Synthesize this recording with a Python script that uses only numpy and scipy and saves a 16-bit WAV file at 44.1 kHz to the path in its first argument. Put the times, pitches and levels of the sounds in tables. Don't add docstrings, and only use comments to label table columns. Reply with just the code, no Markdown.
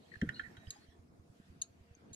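import sys
import numpy as np
from scipy import signal
from scipy.fft import rfft, irfft, next_fast_len
from scipy.io import wavfile
from scipy.ndimage import uniform_filter1d, map_coordinates

SR = 44100
rng = np.random.default_rng(int(sys.argv[2]) if len(sys.argv) > 2 else 0)


def generate_wav(signal):
    frames = np.transpose(np.atleast_2d(signal))
    scaled = np.clip(frames, -1, 1) * 32767
    pcm = np.round(scaled).astype(np.int16)
    wavfile.write(sys.argv[1], SR, pcm)


N = 94815


def amp(db):
    return 10 ** (np.asarray(db) / 20)


def unit(x):
    return x / np.sqrt(np.mean(x ** 2) + 1e-20)


def along(points, hz):
    f, v = np.transpose(points)
    return np.interp(np.log(hz + 1), np.log(f + 1), v)


def curves(rows):
    s, *columns = np.transpose(rows)
    return [np.interp(np.arange(N) / SR, s, c, right=c[-1]) for c in columns]


def wobble(rate):
    knots = rng.standard_normal(int(N * rate / SR) + 4)
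    return map_coordinates(knots, [np.arange(N) * rate / SR])


def filtered(x, response):
    m = next_fast_len(N + SR // 2)
    return irfft(rfft(x, m) * response(np.fft.rfftfreq(m, 1 / SR)), m)[..., :N]


RING_SAMPLES = SR // 4


def add(out, s, db, modes, tilt_db=0, pivot_hz=1000, rise=.001, lag_s=0, scatter_db=4.5,
        waver_hz=0, flutter_db=0, hold=0):
    hz, level, t60, pan = np.transpose(modes)[:, :, None]
    level = db + level + tilt_db * np.log2(hz / pivot_hz) + scatter_db * rng.standard_normal(hz.shape)
    clock = np.arange(RING_SAMPLES) / SR
    steps = rng.standard_normal((len(hz), RING_SAMPLES))
    drift = np.cumsum(steps, 1) * np.sqrt(2 * np.pi * waver_hz / SR)
    drift = uniform_filter1d(uniform_filter1d(drift, size=20, axis=1), size=20, axis=1)
    if flutter_db:
        level = level + flutter_db * wobble(128.4)[:RING_SAMPLES] * np.minimum(clock / 0.0085, 1)
    taper = np.cos(np.linspace(0, np.pi / 2, RING_SAMPLES)) ** .5
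    for port, side in enumerate((1, -1)):
        t = np.maximum(clock - port * lag_s, 0)
        decay_db = 60 * np.maximum(t - hold, 0) / t60
        ring = amp(level + side * pan / 2 - decay_db) * np.sin(2 * np.pi * hz * t + drift)
        onset = (1 - np.exp(-t / rise)) ** 2
        out[port, round(s * SR):][:len(t)] += ring.sum(0) * onset * taper


CRACK_T60_S = .03


def cracks(contacts, low_hz, high_hz):
    out, t = np.zeros((2, N + SR)), np.arange(SR // 20) / SR
    for s, db in contacts:
        envelope = amp(db - 60 * t / CRACK_T60_S) * (1 - np.exp(-t / 0.00083))
        out[:, round(s * SR):][:, :len(t)] += envelope * rng.standard_normal((2, len(t)))

    def band(hz):
        return 1 / np.sqrt((1 + (low_hz / (hz + 1)) ** 24) * (1 + (hz / high_hz) ** 30))
    return filtered(out[:, :N], band)


# frequency in Hz, relative level in dB.
HUSH_COLOUR = [(15, -65), (25, -20), (86, -4.5), (140, -0.5), (240, 2.5), (281, -1), (368, -4),
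               (1380, -19.5), (2230, -26.5), (2850, -30), (4260, -38), (4620, -37), (12500, -51),
               (15500, -62.5)]
# time in seconds, then level in dB of the low, the middle and the high part.
HUSH_LEVEL = [(0.0, -64.5, -82, -80.5), (0.14, -64, -72, -78.5), (0.29, -61, -75.5, -76),
              (0.59, -61.5, -75, -77), (0.75, -64.5, -71.5, -75), (0.94, -65.5, -83.5, -83),
              (1.2, -64, -86, -84), (1.35, -65, -80, -78.5), (1.47, -66.5, -74.5, -81.5),
              (1.68, -66.5, -82, -82.5), (1.9, -68, -77, -83), (2.15, -65.5, -77, -85)]
# frequency in Hz, left-right likeness (1 is mono).
PORT_LIKENESS = [(60, 0.28), (180, 1), (550, -0.14), (1650, -0.35), (4970, 0.056), (15000, -0.2)]
# frequency in Hz, half-width in Hz, level in dB.
HUSH_TONES = [(80.6, 6.3, -73), (472, 6.1, -81), (687, 30.5, -82)]
LOW_SPLIT_HZ, HIGH_SPLIT_HZ = 1660, 5200
LOW_SWAY_DB, MIDDLE_SWAY_DB = 2.1, 1.2


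def hush():
    z = signal.stft(rng.standard_normal((2, N)), nperseg=512)[2]
    patches = uniform_filter1d(uniform_filter1d(rng.standard_normal(z.shape[1:]), 6, 0), 10, 1)
    pair = signal.istft(z * amp(2.44 * unit(patches)), nperseg=512)[1][:, :N]

    def mid_and_side(hz):
        turn = np.arccos(np.clip(along(PORT_LIKENESS, hz), -1, 1)) / 2
        return amp(along(HUSH_COLOUR, hz)) * [np.cos(turn), np.sin(turn)]
    mid, side = filtered(pair, mid_and_side)
    both = np.array([mid + side, mid - side])
    low = filtered(both, lambda hz: 1 / (1 + (hz / LOW_SPLIT_HZ) ** 4))
    high = filtered(both, lambda hz: 1 - 1 / (1 + (hz / HIGH_SPLIT_HZ) ** 4))
    middle = both - low - high
    low_db, middle_db, high_db = curves(HUSH_LEVEL)
    bed = unit(low) * amp(low_db + LOW_SWAY_DB * wobble(9.6))
    bed += unit(middle) * amp(middle_db + MIDDLE_SWAY_DB * wobble(11.58))
    bed += unit(high) * amp(high_db)
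    for hz, width, db in HUSH_TONES:
        tone = filtered(rng.standard_normal(N), lambda f: 1 / (1 + ((f - hz) / width) ** 2))
        bed += amp(db) * unit(tone)
    return bed


# frequency in Hz, relative level in dB, time to fall 60 dB in seconds, left minus right in dB.
REEL_BODY = [(1452, -6, 0.04, -12.5), (1550, -19, 0.097, 14), (1786.5, 2.5, 0.027, -8),
             (1867, -0.5, 0.019, -6), (2210, -14.5, 0.018, 14.5), (2570, -15.5, 0.019, -4),
             (2910, -20.5, 0.043, -12.5), (3192, -12, 0.02, -18.5), (3880, -16, 0.01, -13),
             (4160, -11.5, 0.0088, 6), (5750, -22.5, 0.017, 16.5), (7050, -6.5, 0.0056, 0),
             (8250, -21.5, 0.013, -14)]
# time in seconds, relative level in dB, brightness in dB per octave.
RUBBING = [(0.0, -86, 16.5), (0.152, -76, 11), (0.298, -60.5, -9.5), (0.61, -78, 3), (0.918, -81.5, 13),
           (1.05, -96, 10)]
RUB_SWAY_DB = 2.5


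def rub():
    out = np.zeros((2, N))
    level_db, tilt_db = curves(RUBBING)
    fade = np.clip((RUBBING[-1][0] - np.arange(N) / SR) / .1, 0, 1)
    for hz, db, t60, pan in REEL_BODY[:10]:
        width = 6 / t60
        grit = rng.standard_normal((2, N)) * amp(4.3 * wobble(81.2))
        shared = grit + 0.37 * grit[0]
        band = unit(filtered(shared, lambda f: (1j * f * width / (hz * hz - f * f + 1j * f * width)) ** 2))
        band_db = level_db - 5 + db + tilt_db * np.log2(hz / 1800) + RUB_SWAY_DB * wobble(15.36)
        out += band * fade * amp(band_db + [[pan / 2], [-pan / 2]])
    return out


# start in seconds, level in dB, frequency in Hz, rise in seconds,
# hold in seconds, time to fall 60 dB in seconds, left minus right in dB.
SQUEAKS = [(0.066, -71.5, 4210, 0.013, 0.11, 0.45, -2), (.116, -50.5, 1875, 0.0016, 0.01, 0.022, 11.5),
           (0.1376, -45.5, 1836, 0.00098, 0.0057, 0.026, 13),
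           (0.1557, -45, 1742, 0.00031, 0.0025, 0.018, -16), (0.322, -64.5, 3900, 0.002, 0.08, 0.16, -7),
           (0.342, -50, 4233, 0.00086, 0.0043, 0.27, -0.5), (0.352, -60.5, 2890, 0.0058, 0.0092, 0.14, -10),
           (0.432, -55.5, 1850, 0.0012, 0.039, 0.035, -17), (0.569, -66.5, 1849, 0.0035, 0.17, 0.03, -9.5),
           (0.565, -71.5, 3860, 0.002, 0.015, 1, -8), (0.596, -63, 668, 0.015, 0.037, 0.19, -5),
           (.669, -53.5, 3140, 0.0006, 0.00076, 0.026, -18.5), (.672, -67.5, 4940, 0.0027, 0.043, .1, 11.5),
           (0.747, -71.5, 4960, 0.0044, 0.022, 0.044, 19), (0.749, -48, 845, 0.017, 0.0085, 0.071, 3),
           (0.785, -71, 4324, 0.0041, 0.059, 0.035, 1), (0.888, -76.5, 3396, 0.011, 0.026, 0.19, -13),
           (1.9502, -57.5, 6380, 0.00062, 0.00094, 0.018, 21)]
SQUEAK_WAVER_HZ, SQUEAK_FLUTTER_DB = 32, 3.5


def squeaks():
    out = np.zeros((2, N + SR))
    for s, db, hz, rise, hold, t60, pan in SQUEAKS:
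        add(out, s, db, [(hz, 0, t60, pan)], rise=rise, lag_s=.0003, waver_hz=SQUEAK_WAVER_HZ,
            scatter_db=.5, flutter_db=SQUEAK_FLUTTER_DB, hold=hold)
    return out[:, :N]


# start in seconds, level in dB, brightness in dB per octave, rise in seconds.
HANDLE_TICKS = [(0.1549, -66, 6.5, 0.00047), (0.2143, -31, 0.5, 0.001), (0.2899, -31.5, 0, 0.00094),
                (0.3943, -28, -6.5, 0.0018), (0.567, -46.5, 6, 0.0026)]
TICK_CRACK_DB, TICK_LOW_HZ, TICK_HIGH_HZ = -9.5, 1870, 4170


def ticks():
    out, contacts = np.zeros((2, N + SR)), []
    for s, db, tilt, rise in HANDLE_TICKS:
        add(out, s, db, REEL_BODY, tilt, pivot_hz=1840, rise=rise, lag_s=0.00044, scatter_db=2.5, waver_hz=5.5)
        contacts.append((s, db + tilt + TICK_CRACK_DB))
    return out[:, :N] + cracks(contacts, TICK_LOW_HZ, TICK_HIGH_HZ)


# frequency in Hz, time to fall 60 dB in seconds.
ANSWER_DECAY = [(1000, 0.13), (4000, 0.12), (7000, 0.099), (12000, 0.085)]


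def echo(x):
    hz, t, z = signal.stft(rng.standard_normal((2, SR // 3)), SR, nperseg=256)
    fading = z * amp(-60 * t / along(ANSWER_DECAY, hz)[:, None])
    tail = signal.istft(fading, SR, nperseg=256)[1]
    return signal.fftconvolve(x, tail / np.linalg.norm(tail[0]), axes=1)[:, :N]


# trough in seconds, level in dB, frequency in Hz.
THROBS = [(0.17, -47, 92), (0.275, -36, 133), (.292, -45, 127), (0.299, -40, 128), (0.432, -51.5, 76),
          (0.48, -56, 85.5), (0.583, -47, 100), (0.677, -41.5, 68.3), (0.687, -43, 110), (0.79, -59.5, 102),
          (0.89, -51, 76), (0.994, -50, 94), (1.103, -54.5, 115), (1.199, -51, 84), (1.302, -49, 105),
          (1.401, -45.5, 194), (1.503, -48.5, 81), (1.603, -55.5, 97), (1.708, -57, 100.5),
          (1.811, -51, 80.5), (1.913, -49, 99), (1.971, -55, 287), (2.071, -60, 168), (2.118, -48.5, 98)]
RISE_CYCLES, FALL_CYCLES, THROB_PAN_DB = 0.26, 0.8, -4


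def throb():
    s, db, hz = np.transpose(THROBS)[:, :, None]
    cycles = (np.arange(N) / SR - s) * hz
    rise = np.exp(-(cycles / RISE_CYCLES) ** 2)
    fall = np.exp(-np.abs(cycles) / FALL_CYCLES)
    pulses = -amp(db) * np.where(cycles < 0, rise, fall) * np.cos(2 * np.pi * cycles)
    return pulses.sum(0) * amp([[THROB_PAN_DB / 2], [-THROB_PAN_DB / 2]])


# start in seconds, force in dB, brightness in dB per octave.
BUTT_KNOCKS = [(.22296, -5.7, -.4), (.23572, -12.5, .7)]
# frequency in Hz, relative level in dB, time to fall 60 dB in seconds, left minus right in dB.
HULL_MODES = [(78, -36, .15, 0), (115.4, 0, .019, 0), (153.3, -25.9, .121, 1), (189.4, -5.5, .047, 1),
              (279.8, -17.3, .093, 1), (354.8, -5.5, .018, 1), (465, -34, .07, 0), (590, -27, .025, 0)]


def hull():
    out = np.zeros((2, N + SR))
    for s, db, tilt in BUTT_KNOCKS:
        add(out, s, db, HULL_MODES, tilt, pivot_hz=200, rise=.004, scatter_db=.2)
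    return -out[:, :N]


# start in seconds, level in dB, brightness in dB per octave, rebound delay in seconds.
DRAG_CLICKS = [(0.7051, -37, 4, .002), (1.6163, -32, 0, 0.0035), (2.1308, -51, 3, .002),
               (2.1358, -52, 2, 0.0018), (2.1398, -51.5, 3, 0.002), (2.1452, -56, 3, 0.002)]
# frequency in Hz, relative level in dB, time to fall 60 dB in seconds, left minus right in dB.
SPOOL_MODES = [(1690, -27.5, 0.044, -7.5), (2910, -20, 0.02, -11), (3430, -16, 0.0098, -24.5),
               (3990, -1.5, 0.015, -6.5), (4265, -8, 0.016, 2), (4418, -30, 0.18, 6),
               (5230, -16, 0.0093, 14), (6305, -4.5, 0.009, 17), (6600, -25, 0.14, -6),
               (6666, 10.5, 0.011, 2.5), (7450, -3.5, 0.0099, -3), (8020, -15, 0.019, -12),
               (9100, -12, 0.013, 7), (10360, -12, 0.012, -17.5), (12600, -33, 0.0098, -8),
               (13600, -25, 0.015, -1)]
TOUCH_LEAD_S, TOUCH_DB, REBOUND_DB = 0.0011, -16, -1
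CRACK_DB, CRACK_LOW_HZ, CRACK_HIGH_HZ = -10.5, 2780, 10060
SPOOL_WAVER_HZ = 15


def drag():
    out, contacts = np.zeros((2, N + SR)), []
    for s, db, tilt, rebound in DRAG_CLICKS:
        for late, gain_db in ((-TOUCH_LEAD_S, TOUCH_DB), (0, 0), (rebound, REBOUND_DB)):
            add(out, s + late, db + gain_db, SPOOL_MODES, tilt, pivot_hz=6000, rise=0.00055,
                lag_s=0.000236, waver_hz=SPOOL_WAVER_HZ)
            contacts.append((s + late, db + gain_db + CRACK_DB))
    return out[:, :N] + cracks(contacts, CRACK_LOW_HZ, CRACK_HIGH_HZ)


def scene():
    handle = rub() + squeaks() + ticks()
    clicker = drag()
    answer = echo(amp(-13.0) * clicker + amp(-11.0) * handle)
    return hush() + handle + answer + throb() + hull() + clicker


TOP_HZ = 15700


def record(dry):
    return filtered(dry, lambda hz: hz < TOP_HZ)


dry = scene()
out = record(dry)
generate_wav(out)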